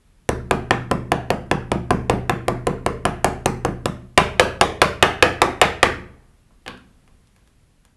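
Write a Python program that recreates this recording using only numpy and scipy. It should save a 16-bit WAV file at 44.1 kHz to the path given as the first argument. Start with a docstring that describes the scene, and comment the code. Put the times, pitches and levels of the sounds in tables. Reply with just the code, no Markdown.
"""The point of a pair of scissors strikes two protective films on a thin wooden board on a desk.
Nineteen firm taps on one film precede nine hard stabs on the other, whose peaks saturate.
Each impact excites damped modes: the board knocks and clacks, the desk booms, and the film adds a tick.
A small room reverberates over a low rumble and a faint hiss. At the end the scissors are laid aside
with a double clack, and fingers take hold of the board."""
import sys
import numpy as np
from scipy import signal
from scipy.fft import rfft, irfft, next_fast_len
from scipy.io import wavfile

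SR = 44100
rng = np.random.default_rng(int(sys.argv[2]) if len(sys.argv) > 2 else 0)


def wav_out(sig):
    """Save sig, one row per channel (or a flat mono array), as 16-bit PCM at SR to the path in sys.argv[1]."""
    wavfile.write(sys.argv[1], SR, np.round(np.clip(np.atleast_2d(sig).T, -1, 1) * 32767).astype(np.int16))


N = 351036
ATTACK_SAMPLES, HIT_SAMPLES = int(.03 * SR), int(.06 * SR)
HIT_TIME_S = np.arange(HIT_SAMPLES) / SR


def from_db(db):
    return 10 ** (np.asarray(db) / 20)


def unit_rms(x):
    return x / np.sqrt(np.mean(x ** 2) + 1e-20)


def unit_attack(x):
    """Scales a hit to rms 1 over its attack."""
    return x / np.sqrt(np.mean(x[:ATTACK_SAMPLES] ** 2) + 1e-20)


def decay(t, t60):
    return np.exp(-np.log(1000) * t / t60)


def at_hz(table, hz, column=1):
    """Interpolates one column along log frequency."""
    table = np.array(table)
    return np.interp(np.log(np.maximum(hz, 1)), np.log(table[:, 0]), table[:, column])


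def at_time(curve, time_s):
    return np.interp(time_s, *np.transpose(curve))


def add(track, start_s, sound):
    start = max(round(start_s * SR), 0)
    track[..., start:start + sound.shape[-1]] += sound[..., :N - start]


def noise(spectrum, size):
    """Spectral shaping colours white noise; the result has rms 1."""
    gain = from_db(at_hz(spectrum, np.fft.rfftfreq(size, 1 / SR)))
    return unit_rms(irfft(rfft(rng.standard_normal(size)) * gain, size))


def pulse(low_hz, high_hz):
    """A band-limited impulse: the push of a contact within one band."""
    b, a = signal.butter(2, [low_hz, high_hz], "band", fs=SR)
    return unit_attack(signal.lfilter(b, a, signal.unit_impulse(HIT_SAMPLES) + 1e-18))


def resonator(drive, hz, t60):
    """A damped harmonic oscillator: a unit impulse starts a decaying sine of height 1."""
    radius, angle = decay(1 / SR, t60), 2 * np.pi * hz / SR
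    return signal.lfilter([0, np.sin(angle)], [1, -2 * radius * np.cos(angle), radius ** 2], drive + 1e-18)


# Background spectrum: frequency_hz, relative_density_db
AIR_SPECTRUM = [(13, -33), (22, 5), (119, -7.5), (155, -8.5), (255, -13.5), (307, -18), (626, -25),
                (733, -26), (1490, -28.5), (1800, -28.5), (6050, -36.5), (7270, -35.5), (12000, -37.5),
                (15600, -68.5), (22000, -120)]
# Background level, higher while the board is handled: time_s, level_db
AIR_LEVELS = [(0, -55.5), (6.6, -55), (7.0, -54), (7.5, -55), (7.96, -57)]

def air():
    """Broadband noise, strongest at low frequencies, is heard as rumble with a faint hiss."""
    gain = from_db(at_time(AIR_LEVELS, np.arange(N) / SR))
    return gain * noise(AIR_SPECTRUM, next_fast_len(N))[:N]


def whine(pitch_hz=10050, t60_s=.02, level_db=-82):
    """A narrow resonance driven by noise gives a faint whistle."""
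    return from_db(level_db) * unit_rms(resonator(rng.standard_normal(N), pitch_hz, t60_s))


# Reverberation of the small room: frequency_hz, gain_db, t60_s
ROOM_BANDS = [(100, -7, .6), (200, 3.5, 0.58), (404, -1.5, 0.5), (822.5, -3.5, 0.22), (1530, -5.5, 0.34),
              (2770, -10.5, 0.36), (5000, -12, 0.34), (10900, -17.5, 0.33)]

def room(sound, first_echo_s=0.005, wall_echo_s=0.028, late_share=.07, late_t60_s=1.19):
    """Reverberation: dense echoes decay band by band; near surfaces and a far wall stand out."""
    t, response = np.arange(SR) / SR, 0
    since = np.maximum(t - first_echo_s, 0)
    early = np.exp(-since / 0.003)
    wall = 0.69 * np.exp(-((t - wall_echo_s) / 0.0005) ** 2)
    envelope = (1 - np.exp(-since / 0.00093)) * (1 + early + wall)
    edges_hz = np.geomspace(110, 14000, 20)
    for low, high in zip(edges_hz, edges_hz[1:]):
        hz = np.sqrt(low * high)
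        b, a = signal.butter(2, [low, high], "band", fs=SR)
        band = signal.lfilter(b, a, rng.standard_normal(SR + HIT_SAMPLES))[HIT_SAMPLES:]
        lingering = late_share * decay(t, late_t60_s / (1 + hz / 3500))
        tail = band * envelope * (decay(t, at_hz(ROOM_BANDS, hz, column=2)) + lingering)
        unit_gain = np.sqrt(2 * (high - low) / SR / np.sum(tail ** 2))
        response = response + from_db(at_hz(ROOM_BANDS, hz)) * unit_gain * tail
    return signal.fftconvolve(sound, response)[:N]


def reflection(sound, delay_s):
    """A reflected wave arrives late by the travel time of its extra path."""
    echo = np.zeros(N)
    add(echo, delay_s, sound)
    return echo


def near_echo(sound, delay_s=.0098, echo_db=-12, cutoff_hz=3000):
    """Early reflection: a surface close by returns one dull slap."""
    dull = signal.sosfilt(signal.butter(1, cutoff_hz, fs=SR, output="sos"), sound)
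    return reflection(from_db(echo_db) * dull, delay_s)


# Low modes of desk and room, struck on the right or left: pitch_hz, right_db, left_db, t60_s
DESK_MODES = [(31.94, -11, -15, 1.5), (45, -19.5, -11, 0.67), (68.47, -5, -2.5, 0.88), (90, -10.5, 1, .7),
              (121.74, 1.5, -5, .9), (148.8, 4, 5, 0.19), (157, -5.5, -10, 0.045), (189, -4.5, -7.5, 0.62),
              (255.3, -5, -10.5, 0.61), (358.5, -12.5, -16.5, 0.78)]

def desk_boom(start_s, force_db, place, spread_db=1.52):
    """Impulse response: every contact sets the low modes of desk and room ringing."""
    boom, starts = np.zeros(N), (start_s * SR).astype(int)
    for k, (hz, right_db, left_db, t60) in enumerate(DESK_MODES):
        level_db = force_db + right_db + place * (left_db - right_db)
        impulses = np.zeros(N)
        impulses[starts] = from_db(level_db + rng.normal(0, spread_db, len(starts)))
        polarity = (-1) ** (k // 2)
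        boom += polarity * resonator(impulses, hz, t60)
    return boom


# Spectrum of steel meeting film: frequency_hz, relative_density_db
TICK_SPECTRUM = [(2000, -15), (3500, -3.5), (4700, 1.5), (6000, -1.5), (7100, 1), (7900, -2.5), (9100, 3),
                 (10200, -5), (11400, -3.5), (13000, -18.5)]

def film_tick(place, rise_s=.0003):
    """A contact transient: a bright burst of noise that lasts longer on the left film."""
    t60_s = 0.0068 + 0.0074 * place
    envelope = decay(HIT_TIME_S, t60_s) * (1 - np.exp(-HIT_TIME_S / rise_s))
    return unit_attack(noise(TICK_SPECTRUM, HIT_SAMPLES) * envelope)


# Modes of the filmed board, struck on the right or left: pitch_hz, right_db, left_db, t60_s
BOARD_MODES = [(225, -3, -15, 0.017), (306.2, -4.5, -12, 0.053), (369.4, -1.5, -1, 0.052),
               (482, 0, -3.5, 0.038), (549, -3.5, 1, 0.043), (731, 5, 3, 0.024), (815.4, -5.5, -1.5, 0.03),
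               (1026, -2, -3.5, 0.034), (1169, -8.5, 1.5, 0.027), (1300, -6, -2, 0.027),
               (1500, -10.5, -6.5, 0.018), (1738, 4.5, -0.5, 0.022), (2089, 1, 0, .013),
               (2407, 2.5, -0.5, 0.014), (2782, 1.5, -0.5, 0.015), (3277, -1.5, -3.5, 0.016),
               (3700, -9.5, 0, 0.012), (4250, -10, -12, 0.011), (4630, -11.5, -12, 0.017)]
CLACK_FROM_HZ = 1400

def board_ring(place, best_hz, high, spread_db, rise_cycles, scatter_rad, detune):
    """Modal superposition: the high or low modes swell and decay, weighted by the point of impact."""
    modes = [mode for mode in BOARD_MODES if (mode[0] >= CLACK_FROM_HZ) == high]
    hz, right_db, left_db, t60 = np.transpose(modes)
    strength, phase, load = rng.standard_normal((3, len(hz)))
    accent_db = 4.0 * np.exp(-(np.log2(hz / best_hz) / 0.29) ** 2)
    gain = from_db(right_db + place * (left_db - right_db) + accent_db + spread_db * strength)
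    cycles = (hz * (1 + detune * load))[:, None] * HIT_TIME_S
    swell = 1 - np.exp(-cycles / rise_cycles)
    sines = np.sin(2 * np.pi * cycles + scatter_rad * phase[:, None])
    return unit_attack(gain @ (sines * swell * decay(HIT_TIME_S, t60[:, None])))


def strike(force_db, hardness_db, bite_db, place, best_hz):
    """An impact radiates a push, a low knock, a high clack and a tick. Rows: direct sound, room feed."""
    knock = board_ring(place, best_hz, high=False,
                       spread_db=1.5, rise_cycles=0.56, scatter_rad=1.464, detune=.012)
    clack = board_ring(place, best_hz, high=True,
                       spread_db=0, rise_cycles=0.22, scatter_rad=1.8, detune=.033)
    knock_gain, clack_gain, tick_gain = from_db([force_db, force_db + hardness_db, force_db + bite_db])
    ringing = knock_gain * knock + clack_gain * clack
    tick = tick_gain * film_tick(place)
    # the harder stabs on the left are shorter contacts, so their push holds less bass
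    push = knock_gain * pulse(300 * (1 + 0.25 * place), 1174) - clack_gain * pulse(1455, 3200)
    bright = tick_gain * pulse(3700, 11500)
    spot_gain = knock_gain if best_hz < CLACK_FROM_HZ else clack_gain
    spot = spot_gain * pulse(best_hz / 1.15, best_hz * 1.15)
    direct = ringing + tick + 0.2 * (push + bright)
    radiated = 0.46 * ringing + 0.65 * push + 0.1 * spot + 0.98 * bright + 0.47 * tick
    return np.array([direct, radiated])


# Light contacts of scissors and fingers: start_s, force_db, hardness_db, bite_db
# (hardness is clack over knock, bite is tick over knock)
LIGHT_CONTACTS = [(6.507, -64, -27, -30), (6.663, -43, -1, -17), (6.679, -40.5, 4.5, -8),
                  (6.774, -63, 0, -4), (7.077, -65, 0, -9), (7.272, -83, 0, 13), (7.363, -68.5, 1, -1),
                  (7.475, -72.5, 3, 3), (7.851, -66.5, -0.5, 3)]

def handling(boom_db=-8.0, bloom_db=-7.0, room_db=6.5, snap_db=0.5):
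    """Weak impacts of scissors laid aside and of fingertips; the desk responds in proportion to force."""
    board, bloom = np.zeros((2, N)), pulse(200, 285)
    for start_s, force_db, hardness_db, bite_db in LIGHT_CONTACTS:
        add(board, start_s, strike(force_db, hardness_db, bite_db, place=0.48, best_hz=1000))
        add(board[1], start_s, from_db(force_db + bloom_db) * bloom)
    start_s, force_db, _, bite_db = np.transpose(LIGHT_CONTACTS)
    landing = np.argmax(force_db + bite_db)   # the steel lands and the loose blades snap together
    add(board, start_s[landing], from_db(force_db[landing] + snap_db) * pulse(2500, 5000))
    boom = desk_boom(start_s, force_db + boom_db, place=0.34)
    return np.vstack([board[0], from_db(room_db) * board[1], boom])


# Point of impact: time_s, place (0 = right film, 1 = left film)
IMPACT_PLACE = [(0.29, 0.097), (3.86, .12), (4.17, .78), (5.83, .93)]
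# Weight of the fist behind the blows: time_s, weight_db
FIST_WEIGHT = [(0.29, -25), (0.91, -24.5), (1.12, -27), (1.91, -22.5), (2.1, -23), (2.3, -26), (3.05, -27),
               (3.46, -24.5), (3.86, -28.5), (4.18, -24), (4.4, -27.5), (5.61, -28), (5.83, -25)]
# Sharpness of the point on the film as the grip shifts: time_s, bite_db
POINT_BITE = [(0.29, -13), (0.7, -17), (2.86, -16.5), (3.24, -10), (3.46, -9), (3.65, -16.5), (3.86, -10.5),
              (5.83, -12.5)]
# Taps and stabs: start_s, force_db, hardness_db, best_hz (the frequency best excited at that spot)
SCISSOR_BLOWS = [(0.2903, -18, -9.5, 480), (0.51, -16.5, -5.5, 1010), (0.7081, -16, -1.5, 1740),
                 (0.9128, -18, -9.5, 480), (1.1185, -16, -7, 740), (1.3037, -17.5, -6.5, 400),
                 (1.513, -17.5, -4.5, 740), (1.717, -20, -9.5, 360), (1.9063, -16.5, -9.5, 360),
                 (2.0971, -15, -10.5, 420), (2.2955, -18, -6.5, 360), (2.482, -17.5, -13.5, 740),
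                 (2.6694, -18, -13.5, 420), (2.8626, -17.5, -11, 480), (3.053, -17.5, -8.5, 770),
                 (3.2443, -15, -10, 740), (3.4585, -17, -9, 740), (3.6493, -18.5, -18, 480),
                 (3.8568, -21, -9, 360), (4.1763, -9.3, 1, 1230), (4.396, -9.7, 1.5, 1780),
                 (4.6114, -10, -0.5, 740), (4.8168, -9, -1.5, 1740), (5.0256, -10, 2, 2370),
                 (5.2248, -10, 2.5, 2570), (5.4176, -11, -5, 1020), (5.6145, -10, 1.5, 740),
                 (5.8294, -10, 0.5, 1130)]

def scissor_blows(bloom_db=-1.5, thump_db=-1.0):
    """Impact excitation: the point rings the board, and the fist's weight drives the desk and room."""
    board, bloom = np.zeros((2, N)), pulse(133, 224)
    desk_top, thump = np.zeros(N), pulse(106, 282)
    for start_s, force_db, hardness_db, best_hz in SCISSOR_BLOWS:
        weight_db, bite_db = at_time(FIST_WEIGHT, start_s), at_time(POINT_BITE, start_s)
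        place = at_time(IMPACT_PLACE, start_s)
        add(board, start_s, strike(force_db, hardness_db, bite_db, place, best_hz))
        add(board[1], start_s, from_db(weight_db + bloom_db) * bloom)
        add(desk_top, start_s, from_db(weight_db + thump_db) * thump)
    start_s = np.transpose(SCISSOR_BLOWS)[0]
    boom = desk_boom(start_s, at_time(FIST_WEIGHT, start_s), at_time(IMPACT_PLACE, start_s))
    far_wall = reflection(desk_top, delay_s=0.041)
    return np.vstack([board, boom + desk_top + far_wall])


def scene():
    """Superposition: direct sound, reflections, desk and background add at the microphone."""
    direct, radiated, desk = scissor_blows() + handling()
    t = np.arange(N) / SR
    # each blow gets its own random blend of three echo patterns, so its reverberation varies slightly
    blow_number = np.searchsorted(np.transpose(SCISSOR_BLOWS)[0], t + .01)
    shares = rng.standard_normal((len(SCISSOR_BLOWS) + 1, 3))
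    shares /= np.linalg.norm(shares, axis=1, keepdims=True)
    echoes = sum(room(radiated * share[blow_number]) for share in shares.T)
    slap = near_echo(direct * (.3 + 0.29 * at_time(IMPACT_PLACE, t)))   # stronger from the left film
    return (direct + slap + echoes + desk + air() + whine())[None]


def record(dry, ceiling=0.92, band_top_hz=11800, cutoff_hz=15000):
    """Saturation rounds the hardest peaks, the treble is cut above about 12 kHz, and overshoot clips."""
    rounded = dry / (1 + np.square(dry / ceiling) ** 2) ** (1 / 4)
    narrow = signal.sosfilt(signal.ellip(8, .3, 70, band_top_hz, fs=SR, output="sos"), rounded)
    clipped = np.clip(narrow, -.95, .95)
    return signal.sosfilt(signal.ellip(8, .1, 80, cutoff_hz, fs=SR, output="sos"), clipped)


dry = scene()
out = record(dry)
wav_out(out)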